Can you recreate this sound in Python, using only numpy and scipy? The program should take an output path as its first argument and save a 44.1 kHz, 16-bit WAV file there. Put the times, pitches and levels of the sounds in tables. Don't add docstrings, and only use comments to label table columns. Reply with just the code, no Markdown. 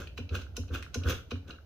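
import sys
import numpy as np
from scipy import signal
from scipy.fft import rfft, irfft
from scipy.io import wavfile
from scipy.ndimage import uniform_filter1d

SR = 44100
rng = np.random.default_rng(int(sys.argv[2]) if len(sys.argv) > 2 else 0)


def put_to_file(sound):
    columns = np.atleast_2d(sound).T
    safe = np.clip(columns, -1, 1)
    whole_steps = np.round(safe * 32767)
    wavfile.write(sys.argv[1], SR, whole_steps.astype(np.int16))


N = 72765
T = np.arange(N) / SR

# start_s, clank_db, snap_db, chatter_decay_s
STOP_CLACKS = [(.1772, -38.5, -54, 0.0082), (0.5673, -40, -38.5, 0.0049), (0.9441, -37.5, -34.5, 0.0045),
               (1.3092, -41, -53.5, 0.01), (1.3163, -37.5, -53, 0.0028)]
# start_s, clank_db, snap_db, crack_db
LINKAGE_TICKS = [(0.0727, -45.5, -71, -56.5), (.2922, -46, -60, -79), (0.3502, -38, -62, -68),
                 (0.3652, -48, -66, -68), (0.68, -59.5, -64, -86), (0.689, -57, -71, -83),
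                 (0.7429, -43.5, -63, -77), (0.757, -42, -65, -73), (0.8256, -46, -53, -47),
                 (0.831, -74, -66, -47.5), (1.036, -43.5, -55, -71), (1.087, -41.5, -42, -43),
                 (1.1, -38.5, -47, -65), (1.107, -44, -47, -69), (1.507, -43.5, -59, -84)]
# start_s, level_db
BODY_KNOCKS = [(0.018, -43.5), (0.3524, -33), (0.4651, -50.5), (0.545, -61), (0.634, -55), (.709, -48.5),
               (0.7489, -35), (.757, -39), (0.825, -50), (0.863, -46.5), (1.059, -39.5), (1.0709, -33.5),
               (1.0995, -40), (1.123, -55), (1.188, -46), (1.311, -43.5), (1.356, -52), (1.5, -44.5),
               (1.585, -51)]
# pitch_hz, t60_s, gain_db
HOLLOW_MODES = [(1072, .014, -9.5), (1236, 0.015, -3.5), (1375, 0.017, 0.5), (1550, .016, -2)]
CLANK_MODES = [(1047, 0.0095, -1), (1461, 0.021, 1), (2478, 0.01, 5), (2924, 0.0059, 7), (3686, 0.015, -5),
               (4010, 0.011, -1), (4770, 0.0051, -6.5)]
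SNAP_MODES = [(5286, 0.0076, 3.5), (6085, 0.0067, 6.5), (6465, 0.0027, 4.5), (9500, 0.0028, -8),
              (11600, 0.0012, -2.5), (15000, 0.0042, -18)]
CRACK_MODES = [(1760, 0.0036, 10.5), (5260, 0.0011, -1), (8150, 0.0012, -0.5), (11600, .002, -9.5),
               (14600, .002, -10)]

# start_s, bass_db, knock_db
BENCH_THUDS = [(.178, -29, -34.5), (0.57, -28, -33), (0.948, -25, -30), (1.31, -28.5, -30.5)]
# start_s, level_db
TOOL_ROCKS = [(-.04, -45), (0.307, -30.5), (.36, -37.5), (0.7, -32.5), (1.048, -25), (1.097, -37),
              (1.463, -51.5)]
# pitch_hz, t60_s, push_gain_db, rock_gain_db
BENCH_MODES = [(69.55, 0.47, -43, 5), (88.56, 0.26, 2.5, 9), (124.7, .14, -12.5, -2),
               (186, 0.14, -20, -10.5), (245.5, 0.13, 0.5, -17), (278, 0.26, -6.5, -6.5),
               (371.6, 0.062, -5.5, -8), (398.1, 0.16, -9, -8), (481.7, 0.069, -2, 0.5),
               (537, 0.11, -12, -29), (676.5, 0.064, -17, -36), (1026, 0.059, -15, -31)]

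# rasp_peak_s, rasp_rise_s, scrape_db, rasp_db, oil_db
LIFT_STROKES = [(.004, 0.033, -41.5, -49.5, -63.5), (0.352, 0.013, -37, -44, -56),
                (0.746, 0.012, -37.5, -44.5, -52), (1.101, 0.021, -31.5, -36.5, -43.5),
                (1.499, 0.011, -45, -58.5, -91)]
# frequency_hz, gain_db
SCRAPE_SPECTRUM = [(90, 1.5), (190, -2), (280, 2.5), (520, -1.5), (800, -21), (1100, -12), (1400, -3),
                   (1650, -9), (1950, -28.5), (4000, -46.5)]
RASP_SPECTRUM = [(900, -7.5), (1900, -7), (2700, 1), (3500, -2), (4800, -9.5), (6200, -6), (7600, -19),
                 (10000, -25.5), (15500, -20)]
OIL_SPECTRUM = [(7000, -53), (10000, -29), (11000, 5), (12900, -22), (13700, -5), (15500, -37)]
# pitch_hz, width_hz
PIVOT_RINGS = [(3270, 13), (3430, 25), (3560, 70), (6250, 56)]
# pitch_hz, width_hz, above_hiss_db
VALVE_WHISTLES = [(12770, 70, 4), (14900, 150, 6)]
# peak_s, level_db
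LINKAGE_SLIPS = [(0.179, -48.5), (0.418, -47), (.566, -49), (.845, -55.5), (0.946, -42), (1.308, -54.5),
                 (1.361, -57.5), (1.482, -55)]

# frequency_hz, gain_db
REVERB_SPECTRUM = [(60, -3.5), (200, -13), (500, -10.5), (1400, -7.5), (3000, -6.5), (6200, -7.5),
                   (9000, -4), (15000, -9)]
# time_s, level_db
RUMBLE_LEVELS = [(0, -45.5), (1.42, -46.5), (1.6, -52.5)]
# frequency_hz, gain_db
BENCH_RUMBLE_SPECTRUM = [(25, -41.5), (45, -4), (70, 6.5), (110, -5), (180, -14), (280, -19), (500, -24.5),
                         (800, -32.5), (2000, -62.5)]
ROOM_NOISE_SPECTRUM = [(100, -22.5), (500, -8.5), (800, -18), (1400, -31), (2000, -27.5), (3200, -27.5),
                       (6000, -31), (8000, -48), (15000, -34)]
# frequency_hz, gain_db
STEREO_WIDTH = [(60, -16), (250, -14), (600, -3), (1300, -6), (2600, -.5), (15000, -.5)]


def metal_contacts():
    tick_decay_s, knock_decay_s = 0.0053, 0.00087
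    out = np.zeros(N)
    for start, clank_db, snap_db, decay_s in STOP_CLACKS:
        out += strike(start, clank_db, CLANK_MODES, decay_s)
        out += strike(start, snap_db, SNAP_MODES, decay_s)
    for start, clank_db, snap_db, crack_db in LINKAGE_TICKS:
        out += strike(start, clank_db, CLANK_MODES[2:], tick_decay_s)
        out += strike(start, snap_db, SNAP_MODES, tick_decay_s)
        out += strike(start, crack_db, CRACK_MODES, tick_decay_s)
    return out + sum(strike(start, db, HOLLOW_MODES, knock_decay_s) for start, db in BODY_KNOCKS)


def strike(start, db, modes, decay_s):
    t = T[:SR // 10]
    chatter = rng.standard_normal(len(t)) * np.exp(-t / decay_s) / np.sqrt(SR * 0.0015)
    force = (t == 0) + chatter
    hit = signal.fftconvolve(force, ring_modes(t, modes))
    low_cut = signal.butter(2, 0.83 * modes[0][0], "high", fs=SR, output="sos")
    hit = signal.sosfilt(low_cut, hit)
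    hit /= np.sqrt(uniform_filter1d(hit ** 2, size=132, mode="constant").max())
    return amp(db) * np.r_[np.zeros(int(max(start, 0) * SR)), hit, np.zeros(N)][:N]


def bench_thuds():
    bass_below_hz, push_build_cycles, rock_build_s = 150, 0.73, 0.019
    out = np.zeros(N)
    for k, (hz, t60, push_db, rock_db) in enumerate(BENCH_MODES):
        delay_s = 0.01817 * (100 / hz) ** 0.573
        for start, bass_db, knock_db in BENCH_THUDS:
            t = np.maximum(T - start - delay_s, 0)
            gain = amp(push_db + (bass_db if hz < bass_below_hz else knock_db))
            out += gain * ring(t, hz, t60) * np.expm1(-t * hz / push_build_cycles)
        for start, db in TOOL_ROCKS:
            t = np.maximum(T - start, 0)
            out += (-1) ** k * amp(db + rock_db) * ring(t, hz, t60) * np.expm1(-t / rock_build_s)
    return out


def handle_lifts():
    scrape = unit(colour(stick_slip(), SCRAPE_SPECTRUM))
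    friction = stick_slip()
    singing = sum(resonance(friction, hz, width) for hz, width in PIVOT_RINGS)
    rasp = unit(unit(colour(friction, RASP_SPECTRUM)) + amp(-16) * singing)
    hiss = unit(colour(noise(), OIL_SPECTRUM))
    whistles = sum(amp(db) * resonance(noise(), hz, width) for hz, width, db in VALVE_WHISTLES)
    oil = unit(hiss + whistles)
    out = np.zeros(N)
    for peak, rise, scrape_db, rasp_db, oil_db in LIFT_STROKES:
        out += amp(scrape_db) * scrape * swell(peak - 0.0027, 1.59 * rise, fall_s=0.034)
        out += amp(rasp_db) * rasp * swell(peak, rise, fall_s=0.031)
        out += amp(oil_db) * oil * swell(peak + 0.0041, 0.76 * rise, fall_s=0.0077)
    return out


def linkage_slips():
    ringing = unit(through(stick_slip(), ring_modes(T, CLANK_MODES)))
    rasp = unit(colour(stick_slip(), RASP_SPECTRUM))
    envelope = sum(amp(db) * swell(peak, rise_s=0.0048, fall_s=0.0095) for peak, db in LINKAGE_SLIPS)
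    return unit(ringing + amp(2.5) * rasp) * envelope


def stick_slip(clicks_per_s=3500, spread_db=3):
    clicks = noise() * (rng.random(N) < clicks_per_s / SR)
    return clicks * amp(spread_db * np.minimum(rng.exponential(size=N), 3))


def workshop_reverb(x, low_t60_s=0.31, treble_t60_s=0.28, build_s=0.0018):
    white = noise()
    low = signal.sosfilt(signal.butter(2, 6000, fs=SR, output="sos"), white)
    tail = low * amp(-60 * T / low_t60_s) + (white - low) * amp(-60 * T / treble_t60_s)
    tail *= -np.expm1(-T / build_s)
    return through(x, colour(unit(tail) / np.sqrt(N), REVERB_SPECTRUM))


def background():
    rumble_db = np.interp(T, *np.array(RUMBLE_LEVELS).T)
    rumble = amp(rumble_db) * unit(colour(noise(), BENCH_RUMBLE_SPECTRUM))
    return rumble + amp(-67.5) * unit(colour(noise(), ROOM_NOISE_SPECTRUM))


def amp(db):
    return 10 ** (np.asarray(db) / 20)


def unit(x):
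    return x / np.sqrt(np.mean(x ** 2))


def noise():
    return rng.standard_normal(N)


def through(x, response):
    return signal.fftconvolve(x, response)[:N]


def gain_curve(points):
    hz, db = np.array(points).T
    bins_hz = np.maximum(np.fft.rfftfreq(2 * N, 1 / SR), 1)
    return amp(np.interp(np.log(bins_hz), np.log(hz), db))


def colour(x, points):
    cepstrum = irfft(np.log(gain_curve(points)))
    causal = np.r_[cepstrum[0], 2 * cepstrum[1:N]]
    return irfft(rfft(x, 2 * N) * np.exp(rfft(causal, 2 * N)))[:N]


def ring(t, hz, t60):
    return np.sin(2 * np.pi * hz * t) * np.exp(-np.log(1000) * t / t60)


def ring_modes(t, modes):
    return sum((-1) ** k * amp(db) * ring(t, hz, t60) for k, (hz, t60, db) in enumerate(modes))


def resonance(x, hz, width_hz):
    return unit(through(x, ring(T, hz, t60=np.log(1000) / np.pi / width_hz)))


def swell(peak_s, rise_s, fall_s):
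    return np.exp(np.minimum((T - peak_s) / rise_s, (peak_s - T) / fall_s))


def scene():
    direct = metal_contacts() + bench_thuds() + handle_lifts() + linkage_slips()
    path_lag_s = 0.0013
    paths = 1j * np.sin(2 * np.pi * np.fft.rfftfreq(2 * N, 1 / SR) * path_lag_s)
    diffuse = amp(3) * workshop_reverb(direct) + background()
    side_spectrum = rfft(direct, 2 * N) * paths + rfft(diffuse, 2 * N)
    side = irfft(side_spectrum * gain_curve(STEREO_WIDTH))[:N]
    mid = direct + workshop_reverb(direct) + background()
    return np.array([amp(-1.1) * (mid + side), amp(-0.59) * (mid - side)])


def record(dry):
    return signal.sosfilt(signal.ellip(8, 0.2, 70, 15300, fs=SR, output="sos"), dry)


dry = scene()
out = record(dry)
put_to_file(out)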